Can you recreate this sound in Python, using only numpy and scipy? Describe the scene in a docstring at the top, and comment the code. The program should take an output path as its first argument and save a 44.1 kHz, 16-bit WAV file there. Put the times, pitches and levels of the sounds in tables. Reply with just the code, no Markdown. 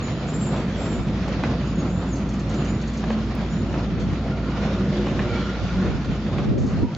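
"""A rail yard, heard from a few tracks away, as loaded flat cars roll slowly through.
Filtered noise makes the wheels' rumble, roar, hiss and ringing; moving narrow bands of noise make boom and squeal.
Bursts ringing in steel make rail-joint clacks and coupling clanks, and beating tones make a diesel throb.
Small birds on the left are gliding tones and bursts of noise; a rising breeze buffets the two microphone ports."""
import sys
import numpy as np
from scipy import signal
from scipy.fft import rfft, irfft, next_fast_len
from scipy.io import wavfile
from scipy.ndimage import uniform_filter1d, minimum_filter1d, map_coordinates

SR = 44100
rng = np.random.default_rng(int(sys.argv[2]) if len(sys.argv) > 2 else 0)


def put_to_file(sound):
    """Save the sound as 16-bit audio at rate SR, in the file named by the first command-line argument."""
    columns = np.atleast_2d(sound).T  # one column per channel
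    safe = np.clip(columns, -1, 1)
    whole_steps = np.round(safe * 32767)
    wavfile.write(sys.argv[1], SR, whole_steps.astype(np.int16))


N = 307377

# steady rolling, louder as each group of wheels comes near; each layer adds its own gain:
# time_s, roar_db (rails), hiss_db (wheel contact)
ROLLING_LEVELS = [(0.0, -37.5, -47), (0.78, -38.5, -46.5), (0.99, -40, -49.5), (1.48, -38.5, -45.5),
                  (1.96, -39, -51), (3.02, -42.5, -48.5), (4.35, -39, -49.5), (4.6, -38, -46),
                  (5.61, -39, -45.5), (6.35, -42, -49.5)]
# ringing of loose steel parts, before any shift in pitch: pitch_hz, width_hz, relative_level_db
STEEL_MODES = [(460, 230, 2), (800, 480, 1.5), (1180, 730, -3.5), (1790, 490, -1.5), (2530, 510, -5),
               (3900, 2000, -23.5)]


def amp(db):
    """Turn decibels into a gain."""
    return 10 ** (np.asarray(db) / 20)


def unit(x):
    """Scale a signal to an average (rms) level of 1."""
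    return x / np.sqrt(np.mean(x ** 2) + 1e-20)


def along(points, hz):
    """Read a curve of (frequency, value) points on a logarithmic frequency axis."""
    f, v = np.transpose(points)
    return np.interp(np.log(hz + 1), np.log(f + 1), v)


def curves(rows):
    """Join table points by straight lines: one value per sample for each column after the time."""
    s, *columns = np.transpose(rows)
    return [np.interp(np.arange(N) / SR, s, column) for column in columns]


def wobble(rate):
    """Make a smooth random curve with this many random points a second."""
    points = rng.standard_normal(int(N * rate / SR) + 4)
    return map_coordinates(points, [np.arange(N) * rate / SR])


def swells(rows):
    """Gain of bell-shaped swells (time, half length, dB); overlapping ones add as power."""
    t = np.arange(N) / SR
    return np.sqrt(sum(amp(db) ** 2 * np.exp(-((t - s) / length) ** 2) for s, length, db in rows))


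def filtered(x, response):
    """Shape a sound by a gain that depends on frequency."""
    m = next_fast_len(N + SR // 2)
    return irfft(rfft(x, m) * response(np.fft.rfftfreq(m, 1 / SR)), m)[..., :N]


def resonances(modes, f):
    """Response of a body that rings at several (Hz, width Hz, dB) modes after it is driven."""
    total = 0
    for k, (center, width, db) in enumerate(modes):
        sign = (-1) ** k
        total = total + sign * amp(db) * 1j * f * width / (center * center - f * f + 1j * f * width)
    return total


def add(track, s, sound):
    """Mix a sound into a track, starting at s seconds."""
    part = track[..., max(0, round(s * SR)):][..., :sound.shape[-1]]
    part += sound[..., :part.shape[-1]]


def spread(pair):
    """Blend two unrelated signals into left and right: alike in the bass, wider in the treble."""
    # how alike the two sides are: pitch_hz, likeness (1 = the same)
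    likeness = [(60, 1), (500, 1), (1100, 0.89), (2000, 0.58), (3200, 0.26), (5000, 0.27), (7000, 0.59)]

    def mid_side_gains(hz):
        turn = np.arccos(np.clip(along(likeness, hz), -1, 1)) / 2
        return np.array([np.cos(turn), np.sin(turn)])

    mid, side = filtered(pair, mid_side_gains)
    return unit(np.array([mid + side, mid - side]))


def rush(spectrum, patchy_db):
    """Stereo noise of rms 1, with random louder and softer patches in time and pitch."""
    z = signal.stft(rng.standard_normal((2, N)), nperseg=512)[2]
    field = uniform_filter1d(rng.standard_normal(z.shape[1:]), size=5, axis=0)  # smooth over pitch
    field = uniform_filter1d(field, size=14, axis=1)  # smooth over time
    pair = signal.istft(z * amp(patchy_db * unit(field)), nperseg=512)[1][:, :N]
    return spread(filtered(pair, lambda hz: amp(along(spectrum, hz))))


def drone(hz, width_hz):
    """A resonance of rms 1 kept going by random pushes; its pitch may move."""
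    phase = 2 * np.pi * np.cumsum(hz * np.ones(N)) / SR
    return unit(wobble(width_hz) * np.cos(phase) + wobble(width_hz) * np.sin(phase))


def yard(x):
    """Diffuse echo from standing cars and trees: a fading tail of noise, different for each ear."""
    # time the echo takes to fade by 60 dB: pitch_hz, fade_s
    echo_fade = [(150, 0.31), (1500, 0.43), (7000, 0.64)]
    hz, t, z = signal.stft(rng.standard_normal((2, SR // 2)), SR, nperseg=256)
    fading = z * amp(-60 * t / along(echo_fade, hz)[:, None])
    tail = signal.istft(fading, SR, nperseg=256)[1]
    return signal.fftconvolve(x[None], tail / np.linalg.norm(tail[0]), axes=1)[:, :N]


def diesel(drone_hz=59, level_db=-31, beat_hz=5.2, beat_db=-13):
    """An exhaust drone with two weak upper tones; a tone just below it beats with it and makes it throb."""
    # loudness of the engine: time_s, relative_level_db
    fade = [(0, -7.5), (1.2, 0), (6.1, 0), (6.7, -13)]
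    fade_db, = curves(fade)
    phase = 2 * np.pi * np.cumsum(drone_hz + 0.18 * wobble(4.4)) / SR
    throb = amp(beat_db) * np.sin(phase - 2 * np.pi * beat_hz * np.arange(N) / SR)
    crank = phase / 3  # the main drone is three times the crank's pitch
    upper = amp(-9.5) * np.sin(5 * crank) + amp(-14.5) * np.sin(7 * crank)
    return amp(level_db + fade_db) * np.sqrt(2) * (np.sin(phase) + throb + upper)


def whistles(arch_hz=39, quaver_hz=75, wet_db=-3):
    """Thin gliding bird notes that bow upward in the middle, quaver and echo among the trees."""
    # bird notes, pitch before bow and quaver: start_s, length_s, starting_pitch_hz, fall_hz, level_db
    notes = [(0.025, 0.03, 7090, 382, -39), (0.054, 0.042, 6740, 63, -43.5),
             (0.268, 0.057, 7230, -4.5, -49), (0.278, 0.038, 6800, -63, -43),
             (0.333, 0.044, 7360, 76, -38.5), (0.404, 0.051, 7380, 64, -37), (0.46, 0.026, 7200, 201, -39),
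             (0.766, 0.14, 7370, 37, -46.5), (0.895, 0.096, 7500, 738, -46),
             (1.65, .012, 6600, -200, -50.5), (1.672, 0.012, 6550, -350, -44), (1.7, .012, 6900, 307, -49),
             (1.753, 0.014, 6540, -300, -46), (1.779, 0.047, 6740, 102, -44), (1.861, 0.19, 7140, -27, -53),
             (1.893, .025, 6550, 51, -51), (2.073, 0.082, 7020, 94, -48), (2.125, 0.02, 6500, 127, -38.5),
             (2.552, 0.085, 7100, 379, -49), (2.679, 0.039, 6730, -280, -41.5),
             (3.494, 0.072, 6900, 45, -48.5), (3.568, 0.06, 6930, 126, -50)]
    song = np.zeros(N)
    for s, length, start_hz, fall_hz, db in notes:
        u = np.linspace(0, 1, max(8, int(length * SR)))
        bow = np.abs(np.sin(np.pi * u))
        hz = start_hz - fall_hz * u + arch_hz * bow + quaver_hz * wobble(200)[:len(u)]
        add(song, s, amp(db) * np.sqrt(bow) * np.sin(2 * np.pi * np.cumsum(hz) / SR))
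    return song + amp(wet_db) * yard(song)


def chips(rise_s=0.0022, gain_db=11.5, wet_db=-11):
    """Short, toneless scolding notes: bursts of noise in three broad bands, with a faint echo."""
    # bird chips, before the shared gain: start_s, level_db, decay_s
    calls = [(2.153, -37.5, 0.03), (2.288, -37, 0.016), (2.333, -39.5, 0.022), (2.393, -36, .013),
             (2.492, -35.5, 0.02), (2.538, -38, 0.021), (2.646, -37, 0.019), (2.813, -36.5, 0.017),
             (2.873, -38, 0.025), (2.931, -39, 0.022), (2.97, -38, 0.028), (3.995, -40, .025),
             (6.578, -39, 0.065), (6.661, -39, 0.044)]
    # bands of their noise: pitch_hz, width_hz, relative_level_db
    bands = [(4350, 370, -6.5), (6180, 910, -3.5), (6860, 1500, -7)]
    t = np.arange(SR // 4) / SR
    bursts = np.zeros(N)
    for s, db, decay_s in calls:
        shape = (1 - np.exp(-t / rise_s)) * np.exp(-t / decay_s)
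        add(bursts, s, amp(db + gain_db) * shape * rng.standard_normal(len(t)))
    notes = filtered(bursts, lambda f: resonances(bands, f))
    return notes + amp(wet_db) * yard(notes)


def birds():
    """The small flock sits a little to the left: slightly louder there than on the right."""
    return (whistles() + chips()) * amp([[.7], [-.7]])


def breeze(calm_db=-43, freshen_db_per_s=0.8, lumpy_db=1.5, tearing_db=14, t60_s=0.04, attack_s=0.0025):
    """Air pushes each port on its own, brighter when strong; the biggest eddies land as dull thuds."""
    # gusts on the ports: time_s, half_length_s, level_db
    gusts = [(1.0, 0.018, -30), (4.05, 0.092, -31), (5.635, .018, -28), (5.77, 0.03, -31),
             (5.91, 0.044, -25.5), (6.1, 0.023, -27.5), (6.58, 0.11, -19.5), (6.83, 0.046, -21)]
    # slow, inaudible shoves of air that add to the peaks the limiter meets: time_s, half_length_s, level_db
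    shoves = [(6.53, 0.065, -16), (6.88, 0.028, -15)]
    # eddies that slap a port: start_s, peak_db, pitch_hz, left_over_right_db
    eddies = [(6.514, -8, 210, -2.5), (6.524, -20, 410, 7), (6.537, -15, 129, -2),
              (6.586, -12.5, 154, -9.5), (6.646, -13.5, 270, 8.5), (6.676, -11.5, 199, 2),
              (6.831, -10.5, 278, 2), (6.845, -14.5, 240, -13.5)]
    # tone of the ordinary buffeting: pitch_hz, relative_level_db (per Hz)
    buffet = [(20, -13), (55, 0.5), (95, 5.5), (180, -1.5), (300, -11), (550, -21), (1000, -30.5),
              (2500, -53), (7000, -78)]
    # tone of what strong gusts add: pitch_hz, relative_level_db (per Hz)
    tearing = [(100, -16.5), (220, 2.5), (400, 2), (700, -11), (1200, -29.5), (2500, -40), (7000, -67)]
    calm = amp(calm_db + freshen_db_per_s * np.arange(N) / SR + 2.7 * wobble(4.4))
    flow = np.hypot(calm, swells(gusts))
    lumps = amp(lumpy_db * np.array([wobble(60), wobble(60)]))

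    def churn(spectrum):
        noise = lumps * rng.standard_normal((2, N))
        return unit(filtered(noise, lambda hz: amp(along(spectrum, hz))))

    wind = flow * churn(buffet)
    wind += amp(tearing_db) * flow ** 2 * churn(tearing)  # grows with the square of the flow
    wind += swells(shoves)
    t = np.arange(SR // 5) / SR
    for s, db, hz, pan_db in eddies:
        thud = np.sin(2 * np.pi * hz * t) * amp(-60 * t / t60_s) * (1 - np.exp(-t / attack_s))
        sides = amp([[pan_db / 2], [-pan_db / 2]])
        add(wind, s, thud / np.abs(thud).max() * amp(db) * sides)
    return wind


def tick(s=6.9495, db=-20):
    """One small dry click: a very short burst of noise in one broad band."""
    t = np.arange(SR // 100) / SR
    click = np.zeros(N)
    add(click, s, amp(db - 60 * t / 0.0054) * rng.standard_normal(len(t)))
    return filtered(click, lambda f: resonances([(3500, 3000, 2.3)], f))


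def rattle(level_db=-51, t60_s=0.061, count=150):
    """Chains and loose fittings on the load clink faintly at random, ringing like steel."""
    t = np.arange(SR // 10) / SR
    shake = np.zeros(N)
    for when, size in rng.random((count, 2)):
        add(shake, when * N / SR, amp(-10 * size - 60 * t / t60_s))
    clinks = filtered(shake * rng.standard_normal((2, N)), lambda f: resonances(STEEL_MODES, f))
    return amp(level_db) * spread(clinks)


def clanks(rise_s=0.0014, clash_t60_s=0.034, strike_db=11, tail_db=-17, tail_t60_s=0.68,
           knock_t60_s=0.078, knock_gain_db=3, side_db=-9, wet_db=-12):
    """Slack steel parts strike and clash, each at its own pitch, chatter on and knock the frame."""
    # slack couplings and chains: start_s, level_db, low_knock_db (before its gain), pitch_ratio
    hits = [(.561, -22.5, -1, 1.4), (.835, -21.5, 0, 0.83), (1.228, -25, -9, 1.43), (1.28, -23, 6.5, 0.91),
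            (1.447, -18, -12, 0.83), (3.113, -22.5, 0, 1.2), (3.726, -18.5, -3, 0.69),
            (4.131, -19.5, -4.5, 1), (4.155, -21, -11, 1.1), (5.081, -20.5, -8.5, 1.4),
            (5.197, -13.5, -18, 1.02), (5.215, -16.5, -6, .9), (6.046, -25, -4, 1.9),
            (6.382, -17, -12, 1.3)]
    t = np.arange(SR // 3) / SR
    f = np.fft.rfftfreq(SR, 1 / SR)
    track = np.zeros((2, N))
    middle_only = np.array([[1], [0]])
    chatter = amp(-60 * t / clash_t60_s) + amp(tail_db - 60 * t / tail_t60_s)
    fade = (1 - np.exp(-t / rise_s)) * chatter
    for s, db, knock_db, pitch in hits:
        a, b = rng.standard_normal((2, 2, len(t)))
        # the strike is a single sharp push, the clash a burst of noise
        clash = (rfft(a * fade, SR) + amp(strike_db) * middle_only) * resonances(STEEL_MODES, f / pitch)
        thump = b * amp(knock_db + knock_gain_db - 60 * t / knock_t60_s)
        knock = rfft(thump, SR) * resonances([(376, 380, 0.011)], f / pitch)
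        add(track, s, amp(db) * irfft(clash + knock * middle_only, SR)[:, :len(t)])
    mid, side = track[0], amp(side_db) * track[1]
    return np.array([mid + side, mid - side]) + amp(wet_db) * yard(mid)


def clacks(rise_s=0.00062, t60_s=0.04, thump_hz=410, thump_width_hz=300, thump_t60_s=0.035,
           dull_hz=4300, wet_db=-7):
    """A wheel drops over a rail joint: a crack in the rail ends, a thump in the bogie, dulled by distance."""
    # wheels at the joint: start_s, crack_db, thump_over_crack_db
    drops = [(1.436, -27, 1), (3.039, -39, 9.5), (3.102, -33.5, 6), (3.74, -37.5, -2), (5.068, -40.5, 13),
             (5.191, -29.5, -9)]
    # ringing of the rail ends: pitch_hz, width_hz, relative_level_db
    rail_ends = [(880, 220, 6.5), (1730, 310, 5.5), (2150, 600, -1), (2500, 170, 4), (3150, 640, -14.5),
                 (4400, 470, -19)]
    t = np.arange(SR // 8) / SR
    f = np.fft.rfftfreq(SR, 1 / SR)

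    def burst(modes, decay_s):
        contact = rng.standard_normal(len(t)) * (1 - np.exp(-t / rise_s)) * amp(-60 * t / decay_s)
        ring = irfft(rfft(contact, SR) * resonances(modes, f), SR)[:len(t)]
        return ring / np.std(ring[:SR // 100])  # level set over the first hundredth of a second

    hits = np.zeros(N)
    for s, db, thump_db in drops:
        crack = burst(rail_ends, t60_s)
        thump = burst([(thump_hz, thump_width_hz, 0)], thump_t60_s)
        add(hits, s, amp(db) * (crack + amp(thump_db) * thump))
    hits = signal.lfilter(*signal.butter(2, dull_hz, fs=SR), hits)
    return hits + amp(wet_db) * yard(hits)


def flanges(waver=.013, waver_rate=40, width_hz=115, chatter_db=1.0):
    """Flanges grind along the rail in one rough, wavering squeal; where they bind, other modes join in."""
    # the long squeal, before wavering: time_s, pitch_hz, level_db
    squeal_path = [(3.7, 1360, -66), (3.92, 1365, -52.5), (4.22, 1360, -51), (4.36, 1370, -44.5),
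                   (4.64, 1425, -44.5), (5.24, 1400, -59), (5.33, 1385, -38.5), (5.53, 1410, -43.5),
                   (5.9, 1425, -45.5), (6.4, 1370, -64)]
    # flanges binding on the rail, before wavering: time_s, half_length_s, pitch_hz, width_hz, level_db
    bind_list = [(4.123, 0.068, 1900, 92.4, -56), (5.1, .13, 2930, 350, -49.5),
                 (5.347, 0.065, 2290, 130, -45), (5.44, 0.075, 3190, 750, -46),
                 (6.865, 0.055, 940, 91.4, -40.5)]
    t = np.arange(N) / SR
    bend = 1 + waver * wobble(waver_rate)
    pitch_hz, level_db = curves(squeal_path)
    squeal = amp(level_db) * drone(pitch_hz * bend, width_hz)
    binds = np.zeros(N)
    for s, length, hz, width, db in bind_list:
        swell = np.exp(-.5 * ((t - s) / length) ** 2)
        binds += amp(db) * swell * drone(hz * bend, width)
    return (squeal + binds) * unit(amp(chatter_db * wobble(70)))


def wheels(gain_db=-9):
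    """Rubbing on the rail keeps the wheel discs ringing, most of all as they come abreast."""
    # ringing of the wheel discs: pitch_hz, width_hz, relative_level_db
    discs = [(1337, 46, 0.5), (1385, 31, 6.5), (1465, 35, -2.5), (2665, 33, -3.5), (3010, 25, -3.5)]
    _, hiss_db = curves(ROLLING_LEVELS)
    ring = spread(filtered(rng.standard_normal((2, N)), lambda f: resonances(discs, f)))
    return amp(hiss_db + gain_db + 1.0 * wobble(11)) * ring


def boom(width_hz=24):
    """The main resonance of the decks wanders in pitch and surges under heavy wheels."""
    # hollow boom, drifting as the cars go by: time_s, pitch_hz, level_db
    path = [(0, 190, -41), (1.0, 205, -38), (1.9, 178, -34), (2.3, 205, -30.5), (2.7, 215, -31),
            (3.3, 222, -33.5), (3.7, 215, -33), (4.0, 195, -37), (4.4, 210, -30.5), (4.9, 197, -25),
            (5.3, 208, -32), (5.58, 190, -38.5), (5.82, 190, -22.5), (6.05, 200, -42), (6.3, 215, -27.5),
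            (6.97, 205, -35.5)]
    hz, db = curves(path)
    return amp(db) * drone(hz, width_hz)


def bogies(thud):
    """Each thud sets the bogie frames droning hollowly: noise through their modes, swelling with it."""
    # frame modes, before squaring sharpens them: pitch_hz, width_hz, relative_level_db
    frame = [(276, 42.5, 2.5), (365.4, 28, 4.5), (471.4, 34, 1.5), (585, 27, 0.5)]
    hollow = filtered(rng.standard_normal((2, N)), lambda f: resonances(frame, f) ** 2)
    return thud * amp(wobble(6.3)) * spread(hollow)


def rolling(roar_gain_db=3, hiss_gain_db=5.5, scuff_hiss_db=-10.5, scuff_deck_db=-0.5):
    """Rough treads shake decks and rails and swell at each scuff; the same bumps roughen roar and hiss."""
    # deck rumble, easing once the loaded car is past: time_s, level_db
    rumble_levels = [(0, -25.5), (2.75, -25.5), (2.93, -31), (3.1, -27), (4.3, -26), (5.4, -26.5),
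                     (5.58, -30.5), (5.8, -27.5), (6.97, -27)]
    # a rough patch of tread meets the rail, about once a wheel turn:
    # time_s, half_length_s, scrape_db, thud_db
    scuffs = [(0.563, 0.046, -33.5, -43), (0.856, 0.088, -33.5, -37.5), (1.304, 0.053, -36.5, -38),
              (1.473, 0.087, -34.5, -43), (1.831, 0.043, -34, -31.5), (2.62, 0.11, -34, -40.5),
              (3.122, 0.093, -35.5, -42), (3.406, 0.093, -37.5, -50), (3.779, 0.062, -35, -32.5),
              (4.655, 0.091, -33, -38), (4.948, 0.19, -51, -30), (5.32, 0.14, -34.5, -32.5),
              (5.85, 0.053, -33.5, -30), (6.376, 0.066, -35.5, -31), (6.715, 0.051, -37, -41)]
    # tone of deck rumble, rail roar and contact hiss, each: pitch_hz, relative_level_db (per Hz)
    decks = [(20, -34), (40, -16), (72, -9), (97, -0.5), (120, -1), (155, 2.5), (185, -0.5), (207, 0.5),
             (243, -2), (320, -9), (400, -13.5), (600, -33), (1200, -75.5)]
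    rails = [(180, -36.5), (300, -1), (380, 1), (430, -3.5), (490, 1), (700, -2.5), (830, -7), (1300, -9),
             (1600, -16.5), (2600, -21.5), (6000, -62.5)]
    contact = [(600, -27), (1200, 4.5), (1800, 4.5), (2600, 2), (3600, 1), (5000, -4), (5600, -6.5),
               (7000, -11), (7900, -28)]
    roar_db, hiss_db = curves(ROLLING_LEVELS)
    rumble_db, = curves(rumble_levels)
    scrape = swells([(s, length, db) for s, length, db, _ in scuffs])
    thud = swells([(s, length, db) for s, length, _, db in scuffs])
    bumps = wobble(45)
    # steady and scuffing parts add as power
    rumble_gain = np.hypot(amp(rumble_db), amp(scuff_deck_db) * thud)
    roar_gain = np.hypot(amp(roar_db + roar_gain_db), scrape)
    hiss_gain = np.hypot(amp(hiss_db + hiss_gain_db), amp(scuff_hiss_db) * scrape)
    rumble = rumble_gain * amp(0.86 * wobble(12)) * rush(decks, patchy_db=0)
    roar = roar_gain * amp(0.74 * bumps) * rush(rails, patchy_db=1.5)
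    hiss = hiss_gain * amp(1.0 * bumps) * rush(contact, patchy_db=1.5)
    return rumble + roar + hiss + bogies(thud)


def scene():
    """The train, slightly to the right, with birds and breeze around it."""
    train = diesel() + rattle() + clanks() + clacks() + flanges() + wheels() + boom() + rolling()
    return birds() + breeze() + tick() + train * amp([[-.3], [.3]])


def limiter(x, ceiling_db=-9, hold_s=0.025, recover_s=0.067):
    """A peak over the ceiling turns both channels down; the gain holds, then recovers."""
    over_db = np.maximum(20 * np.log10(np.abs(x).max(axis=0) + 1e-9) - ceiling_db, 0)
    hold = int(hold_s * SR)
    held_db = -minimum_filter1d(-over_db, hold, origin=(hold - 1) // 2)
    # after each peak the reduction, in decibels, dies away exponentially
    age = np.arange(N) / SR / recover_s
    duck_db = np.exp(np.maximum.accumulate(np.log(held_db + 1e-9) + age) - age)
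    return x * amp(-uniform_filter1d(duck_db, size=64))


def pinprick(s=3.353, db=-27):
    """One faint, very bright click, a single sample long: thinner than anything in the yard."""
    click = np.zeros(N)
    add(click, s, amp([db]))
    return click


def record(dry, low_cut_hz=24, top_hz=7620, sampling_hz=16000, mirror_db=-20, click_top_hz=15900):
    """Limit peaks, cut deep bass and high treble; low-rate sampling faintly mirrors the band's top."""
    def band(hz):
        low_cut = 1 - 1 / (1 + (hz / low_cut_hz) ** 8)
        return low_cut / np.sqrt(1 + (hz / top_hz) ** 120)

    kept = filtered(limiter(dry), band)
    mirror = 2 * kept * np.cos(2 * np.pi * sampling_hz * np.arange(N) / SR)
    mirrored = kept + amp(mirror_db) * mirror
    narrow = filtered(mirrored, lambda hz: 1 / np.sqrt(1 + (hz / 8700) ** 200))
    # the pinprick joins after the narrow band, so it keeps more treble
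    return filtered(narrow + pinprick(), lambda hz: hz < click_top_hz)


dry = scene()
out = record(dry)
put_to_file(out)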